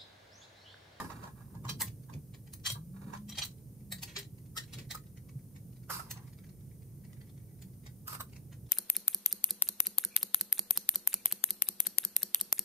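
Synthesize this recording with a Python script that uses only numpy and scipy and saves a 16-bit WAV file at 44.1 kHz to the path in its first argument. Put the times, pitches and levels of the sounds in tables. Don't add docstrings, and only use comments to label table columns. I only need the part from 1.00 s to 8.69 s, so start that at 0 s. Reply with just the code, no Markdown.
import sys
import numpy as np
from scipy import signal
from scipy.fft import rfft, irfft, next_fast_len
from scipy.io import wavfile
from scipy.ndimage import uniform_filter1d

SR = 44100
rng = np.random.default_rng(int(sys.argv[2]) if len(sys.argv) > 2 else 0)


def put_to_file(sound):
    columns = np.atleast_2d(sound).T
    safe = np.clip(columns, -1, 1)
    whole_steps = np.round(safe * 32767)
    wavfile.write(sys.argv[1], SR, whole_steps.astype(np.int16))


N = 339129
TIME = np.arange(N) / SR

# (time [s], level [dB], relative treble [dB])
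HAND_CLINKS = [(0.699, -39, -3), (1.666, -32.5, -7), (1.676, -40, -1.5), (1.703, -35.5, -5.5),
               (1.722, -49, 8), (2.299, -48, -2), (2.327, -47.5, -18), (2.359, -50, -19.5),
               (2.389, -34, -9), (2.425, -36, -22), (2.437, -39.5, -7)]
# (time [s], level [dB], relative treble [dB])
BOLT_SEATINGS = [(2.926, -38.5, 1), (3.168, -37.5, -17), (3.19, -45.5, 2.5), (3.578, -38.5, -3),
                 (3.738, -47.5, -4), (3.79, -51, -4), (3.913, -40, -3)]
# (time [s], level [dB], relative treble [dB])
TIP_SNAPS = [(0.811, -39, 2), (0.821, -36.5, 8.5), (1.539, -52.5, 7), (2.453, -49.5, 6.5),
             (3.035, -40.5, 1), (5.114, -42, 2.5), (6.625, -58.5, 3.5)]
# (time [s], level [dB])
AXLE_KNOCKS = [(0.005, -49), (0.047, -60), (0.107, -57), (0.241, -58.5), (0.277, -63), (0.41, -71),
               (0.554, -67.5), (0.655, -56.5), (0.695, -59), (0.815, -54), (1.101, -68), (1.759, -67),
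               (2.138, -56.5)]
# (time [s], level [dB])
FLANGE_TOUCHES = [(1.14, -56.5), (1.348, -58), (1.476, -63.5), (2.176, -60), (4.176, -63), (4.296, -62),
                  (4.565, -63), (6.869, -56.5), (7.335, -61), (7.366, -58.5), (7.53, -59.5)]
# (frequency [Hz], level [dB])
LOOSE_BOLT_MODES = [(1168, -7.5), (1976, -3.5), (2929, -8), (3198, 8), (3965, 5), (4075, 4), (4519, 3),
                    (5725, 3), (6345, -1), (7440, 2.5), (8716, 3), (9200, 3), (12700, -3.5)]
# (frequency [Hz], level [dB])
SEATED_BOLT_MODES = [(1230, -18), (1920, 1.5), (2300, -4), (3250, -3.5), (3900, -0.5), (4060, 0), (4450, 0),
                     (5270, -5.5), (7335, 1), (7550, -2.5), (8500, -4), (11350, -9), (13500, -24)]
# (frequency [Hz], level [dB])
BOLT_TIP_MODES = [(1230, -8), (2250, -3.5), (4450, -2), (6250, 0.5), (8620, -4.5), (10000, -7),
                  (12300, -10), (13650, 2), (14300, 2)]
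# (frequency [Hz], level [dB])
AXLE_MODES = [(670, -15), (943, 3.5), (1055, 4), (1180, -4.5), (1370, -22), (1650, 1)]
# (frequency [Hz], level [dB])
THREAD_MODES = [(1980, 5), (2250, 4), (3700, -7), (4400, -0.5)]
ROCK_S, ROCK_DB, ROCK_TREBLE_DB = 0.062, -19, -8.5
BOUNCE_S, BOUNCE_DB = 0.014, -7.5


def handwork():
    seatings = rebounding(BOLT_SEATINGS, ROCK_S, ROCK_DB, ROCK_TREBLE_DB)
    snaps = rebounding(TIP_SNAPS, ROCK_S, ROCK_DB, ROCK_TREBLE_DB)
    bounces = [(s + BOUNCE_S, db + BOUNCE_DB) for s, db in AXLE_KNOCKS]
    knocks = alike(AXLE_KNOCKS + bounces, treble_db=-4)
    ticks = alike(FLANGE_TOUCHES + thread_ticks() + fidgets(), treble_db=-9)
    thuds = contacts(knocks, AXLE_MODES, bass_db=12, rise_t60=0.041, fall_t60=0.035,
                     ring_db=-13.5, ring_t60=0.034)
    return (contacts(HAND_CLINKS, LOOSE_BOLT_MODES, bass_db=-15.5, rise_t60=0.045, fall_t60=0.053,
                     ring_db=-14.0, ring_t60=0.031)
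            + contacts(seatings, SEATED_BOLT_MODES, bass_db=-14, rise_t60=0.034, fall_t60=0.062,
                       ring_db=-8.5, ring_t60=0.013)
            + contacts(snaps, BOLT_TIP_MODES, bass_db=-12.5, rise_t60=0.037, fall_t60=0.036,
                       ring_db=-11.0, ring_t60=0.012)
            + to_right(thuds, pan_db=3, lag_s=0.00013)
            + contacts(ticks, THREAD_MODES, bass_db=-7, rise_t60=0.042, fall_t60=0.046,
                       ring_db=-13.5, ring_t60=0.0086))


# (start [s], end [s], time between ticks [s], mean tick level [dB])
THREAD_TURNS = [(5.281, 5.531, .054, -66.5), (6.052, 6.42, .082, -67)]
TICK_SCATTER_DB = 3


def thread_ticks():
    return [(s, db + TICK_SCATTER_DB * rng.standard_normal())
            for start, end, period, db in THREAD_TURNS for s in np.arange(start, end, period)]


FIDGETS, FIDGET_DB = 45, -73


def fidgets():
    return [(where * N / SR, FIDGET_DB + 5 * (strength - 0.5))
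            for where, strength in rng.random((int(FIDGETS), 2))]


# (start [s], end [s], level at start [dB], level at end [dB])
STEEL_SCRAPES = [(0, .29, -53, -57), (.3, .55, -63, -67), (1.94, 2.17, -57.5, -53)]
# (start [s], end [s], level at start [dB], level at end [dB])
SOFT_RATTLE = [(4.98, 5.3, -54, -61.5)]
# (start [s], end [s], level at start [dB], level at end [dB])
SHANK_SLIDES = [(3.07, 3.21, -58, -53), (3.67, 3.83, -68, -53)]
GRATE_DB = -77.5


def scraping():
    turning = [(start, end, GRATE_DB, GRATE_DB) for start, end, _, _ in THREAD_TURNS]
    rattle_modes = [(960, 2), (1070, -4), (1170, -10)]  # (frequency [Hz], level [dB])
    drag = rub(stroke(STEEL_SCRAPES, edge_s=0.021), AXLE_MODES, top_hz=2110, ring_db=-17, uneven_db=4.0)
    rattle = rub(stroke(SOFT_RATTLE, edge_s=0.06), rattle_modes, top_hz=1400, ring_db=-10, uneven_db=3.0)
    sliding = rub(stroke(SHANK_SLIDES, edge_s=0.025), SEATED_BOLT_MODES,
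                  top_hz=3480, ring_db=-17.5, uneven_db=3.5)
    grating = rub(stroke(turning, edge_s=0.6), THREAD_MODES, top_hz=4000, ring_db=-6.0, uneven_db=5.0)
    balance_db = np.array([[-1.2], [1.2]])
    return (drag + rattle + sliding + grating) * undb(-6 + balance_db)


# (time [s], time held [s], level [dB], run-down t60 [s])
TRIGGER_PULLS = [(-0.02, 0.027, -52, 0.45), (4.894, 0.054, -40.5, .3), (7.076, 0.076, -48, 0.09)]
# (frequency [Hz], level [dB])
EXHAUST_COLOUR = [(400, -11.5), (740, -24), (980, -2), (1290, -2.5), (1930, -18.5), (2700, -14),
                  (3200, -24), (4950, -9), (6400, -18), (8300, -14.5), (12100, -9), (15500, -25)]
# (time [s], level [dB])
WRENCH_BLOWS = [(3.568, -51.5), (3.953, -49.5), (4.906, -46.5), (5.0, -56), (7.082, -49.5), (7.132, -52),
                (7.152, -51.5), (7.209, -46)]
# (frequency [Hz], level [dB])
WRENCH_MODES = [(1040, 0), (1230, 11), (1310, 11.5), (1450, -7), (5020, -2.5), (8400, 2), (12000, 5)]
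PUFF_HZ = 125


def wrench():
    flow = sum(undb(db) * np.clip((TIME - s) / 0.02, 0, 1) * fade(TIME - s - held, t60)
               for s, held, db, t60 in TRIGGER_PULLS)
    turn = np.cumsum(PUFF_HZ * (1 + 0.109 * walk(60))) / SR
    puffs = 1 + 0.1 * np.cos(2 * np.pi * turn)
    exhaust = noise(EXHAUST_COLOUR, 0.32) * flow * puffs
    blows = contacts(alike(WRENCH_BLOWS, treble_db=6.0), WRENCH_MODES, bass_db=6.5,
                     rise_t60=0.036, fall_t60=0.035, ring_db=-11.0, ring_t60=0.017)
    return to_right(exhaust + blows, pan_db=2.5, lag_s=0.00015)


# (time [s], level before envelope and balance [dB], frequency [Hz])
AXLE_BUMPS = [(0.561, -31.5, 119.3), (0.66, -30, 125.6), (0.87, -32, 113.4), (1.148, -28.5, 147),
              (1.724, -30, 111), (3.776, -35.5, 137), (4.359, -29.5, 132.5), (6.65, -40, 187)]
# (time [s], frequency [Hz], level before envelope and balance [dB], t60 [s])
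FLANGE_HUM = (3.168, 400, -45, .24)


def bumps():
    out, t = np.zeros((2, N)), np.arange(SR // 3) / SR
    balance = undb(np.array([[-0.6], [0.6]]))
    for s, db, hz in AXLE_BUMPS:
        boom = (1 - fade(t, 0.038)) * fade(t, 0.15) * np.sin(2 * np.pi * hz * t)
        add(out, s - 0.004, undb(db) * boom * balance)
    s, hz, db, t60 = FLANGE_HUM
    hum = (1 - fade(t, 0.018)) * fade(t, t60) * np.sin(2 * np.pi * hz * t)
    add(out, s, undb(db) * hum * balance)
    return out


# (time [s], time to fall to 1/e [s], bass level [dB], low-mid level [dB])
WEIGHT_SHIFTS = [(0.01, 0.053, -44.5, -43), (0.167, 0.14, -60, -54.5), (0.726, 0.2, -46, -55.5),
                 (1.16, 0.037, -43.5, -50.5), (2.086, 0.069, -56, -51.5), (3.792, .06, -58, -55)]
# (frequency [Hz], level [dB])
LOW_MID_COLOUR = [(170, 3.5), (240, 2), (330, -4), (450, -7.5), (700, -22), (1200, -30.5)]


def shifting():
    swells = [(np.exp(-((TIME - s) / half) ** 2), bass_db, low_mid_db)
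              for s, half, bass_db, low_mid_db in WEIGHT_SHIFTS]
    bass_gain = sum(swell * undb(db) for swell, db, _ in swells)
    low_mid_gain = sum(swell * undb(db) for swell, _, db in swells)
    bass = noise([(90, -5), (135, 0), (200, -8)], 0.95) * bass_gain
    return bass + noise(LOW_MID_COLOUR, 0.84) * low_mid_gain


# (start [s], end [s], level at start [dB], level at end [dB])
MOTOR_PASSAGES = [(1.78, 2.36, -44.5, -48), (2.8, 2.99, -51.5, -48.5)]
MOTOR_ON_S, MOTOR_OFF_S = 1.74, 2.84
START_HZ, TOP_SPEED_HZ, SPIN_UP_S, COAST_HZ_PER_S = 125, 210, 0.15, 196


def motor():
    lag = np.exp(-np.maximum(TIME - MOTOR_ON_S, 0) / SPIN_UP_S)
    coast = COAST_HZ_PER_S * np.maximum(TIME - MOTOR_OFF_S, 0)
    hz = np.maximum(TOP_SPEED_HZ - (TOP_SPEED_HZ - START_HZ) * lag - coast, 0)
    phase = 2 * np.pi * np.cumsum(hz * (1 + 0.0062 * walk(24.53))) / SR
    third = np.sin(phase)
    second = np.sin(phase * 2 / 3)
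    flutter = undb(2 * walk(18))
    return stroke(MOTOR_PASSAGES, edge_s=0.06) * flutter * (third + undb(-9.5) * second)


# (frequency [Hz], level [dB])
RUMBLE_COLOUR = [(25, -27.5), (54, -9.5), (86, -5.5), (108, -1), (126, 1.5), (188, -8), (257, -23),
                 (400, -27)]
# (frequency [Hz], level [dB])
AIR_COLOUR = [(600, -5), (1200, -13), (2200, -12.5), (3600, -14.5), (6000, -7.5), (8000, -8.5), (9100, 1),
              (10500, -3.5), (13500, -0.5), (15500, -4.5)]
RUMBLE_DB, LOW_MID_DB, AIR_DB = -50.5, -61.5, -68


def workshop():
    bass = noise(RUMBLE_COLOUR, 0.96) * undb(RUMBLE_DB + 0.3 * walk(3))
    low_mid = noise(LOW_MID_COLOUR, 0.84) * undb(LOW_MID_DB + 0.51 * walk(5))
    hiss = noise(AIR_COLOUR, 0.24) * undb(AIR_DB + 0.12 * walk(7.1))
    return (bass + low_mid) * undb(np.array([[-0.9], [0.9]])) + hiss


def room(x, wet_db, t60):
    t = np.arange(SR) / SR
    tail = pair(SR, 0.065) * (1 - fade(t, 0.04)) * fade(t, t60)
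    tail = tail / np.sqrt(np.sum(tail[0] ** 2))
    return x + undb(wet_db) * signal.fftconvolve(x, tail, axes=1)[:, :N]


def contacts(rows, modes, bass_db, rise_t60, fall_t60, ring_db, ring_t60):
    out, t = np.zeros((2, N)), np.arange(8192) / SR - 0.03
    envelope = fade(-t, rise_t60) * fade(t, fall_t60)
    for s, level_db, treble_db in rows:
        burst = envelope * rng.standard_normal(len(t)) * np.exp(0.71 * rng.standard_normal(len(t)))
        body = response(modes, ring_db, ring_t60)
        blow = signal.fftconvolve(burst[None], body, axes=1)[:, :len(t)]
        add(out, s + t[0] - 0.0015, voiced(blow, level_db + np.array([bass_db, 0, treble_db])))
    return out


def response(modes, ring_db, t60):
    t = np.arange(8192) / SR
    hz, db = np.transpose(modes)
    weight = undb(db + 2 * rng.standard_normal(len(hz)))
    size = weight * np.exp(1.1j * rng.standard_normal((2, len(hz))))
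    ring = (size @ np.exp(2j * np.pi * hz[:, None] * t)).imag
    crack = pair(len(t), 0.4) * fade(t, 0.012)
    return crack + undb(ring_db) * ring * fade(t, t60)


def voiced(y, levels_db):
    size = y.shape[1]
    f = np.fft.rfftfreq(size, 1 / SR)
    # (edge [Hz], steepness)
    above = [1 - 1 / (1 + (f / edge) ** order) for edge, order in [(400, 4), (1700, 12), (7500, 16)]]
    masks = [above[0] - above[1], above[1] - above[2], above[2]]
    out, spectrum = 0, rfft(y)
    for mask, db in zip(masks, levels_db):
        band = irfft(spectrum * mask, size)
        peak = np.sqrt(uniform_filter1d(band.mean(axis=0) ** 2, size=256).max())
        out = out + band * undb(db) / peak
    return out


def rub(push, modes, top_hz, ring_db, uneven_db):
    slips = rng.standard_normal(N) * undb(uneven_db * (walk(80) + 0.69 * walk(25))) * push
    contact = signal.butter(1, [600, np.clip(top_hz, 900, 9000)], "bandpass", fs=SR, output="sos")
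    body = signal.sosfilt(contact, response(modes, ring_db, t60=0.021))
    body = body / np.linalg.norm(body.mean(axis=0))
    return signal.oaconvolve(slips[None], body, axes=1)[:, :N]


def stroke(rows, edge_s):
    return sum(undb(np.interp(TIME, [start, end], [start_db, end_db]))
               * np.clip(np.minimum(TIME - start, end - TIME) / edge_s + 0.5, 0, 1)
               for start, end, start_db, end_db in rows)


def rebounding(rows, after_s, softer_db, treble_change_db):
    rebounds = [(s + after_s, db + softer_db, treble_db + treble_change_db) for s, db, treble_db in rows]
    return list(rows) + rebounds


def alike(rows, treble_db):
    return [(s, db, treble_db) for s, db in rows]


def to_right(x, pan_db, lag_s):
    left = np.pad(x[0], (int(abs(lag_s) * SR), 0))[:N]
    return np.array([left, x[1]]) * undb(np.array([[-pan_db], [pan_db]]) / 2)


def noise(colour, likeness):
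    hz, db = np.transpose(colour)
    size = next_fast_len(N)
    f = np.maximum(np.fft.rfftfreq(size, 1 / SR), 1)
    skirts = np.minimum(f / hz[0], 1) ** 3 * np.minimum(hz[-1] / f, 1) ** 3
    gain = undb(np.interp(np.log(f), np.log(hz), db)) * skirts
    y = irfft(rfft(pair(size, likeness)) * gain, size)[:, :N]
    return y / y.mean(axis=0).std()


def pair(size, likeness):
    c = np.clip(likeness, 0, 1)
    return np.sqrt(c) * rng.standard_normal(size) + np.sqrt(1 - c) * rng.standard_normal((2, size))


def walk(rate):
    k = max(int(SR / rate), 1)
    steps = np.repeat(rng.standard_normal(N // k + 1), k)
    return 1.45 * uniform_filter1d(steps, k)[:N]


def fade(t, t60):
    return np.exp(-np.log(1000) * np.maximum(t, 0) / t60)


def undb(db):
    return 10 ** (np.asarray(db) / 20)


def add(out, s, y):
    i = int(s * SR)
    a, b = max(i, 0), min(i + y.shape[1], N)
    out[:, a:b] += y[:, a - i:b - i]


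def scene():
    hands = room(handwork() + scraping(), wet_db=-7.0, t60=0.15)
    tool = room(wrench(), wet_db=-8.5, t60=0.13)
    return hands + tool + bumps() + shifting() + motor() + workshop()


TOP_HZ = 15600


def record(dry):
    return signal.sosfilt(signal.ellip(12, 0.2, 80, TOP_HZ, fs=SR, output="sos"), dry)


dry = scene()
out = record(dry)
put_to_file(out)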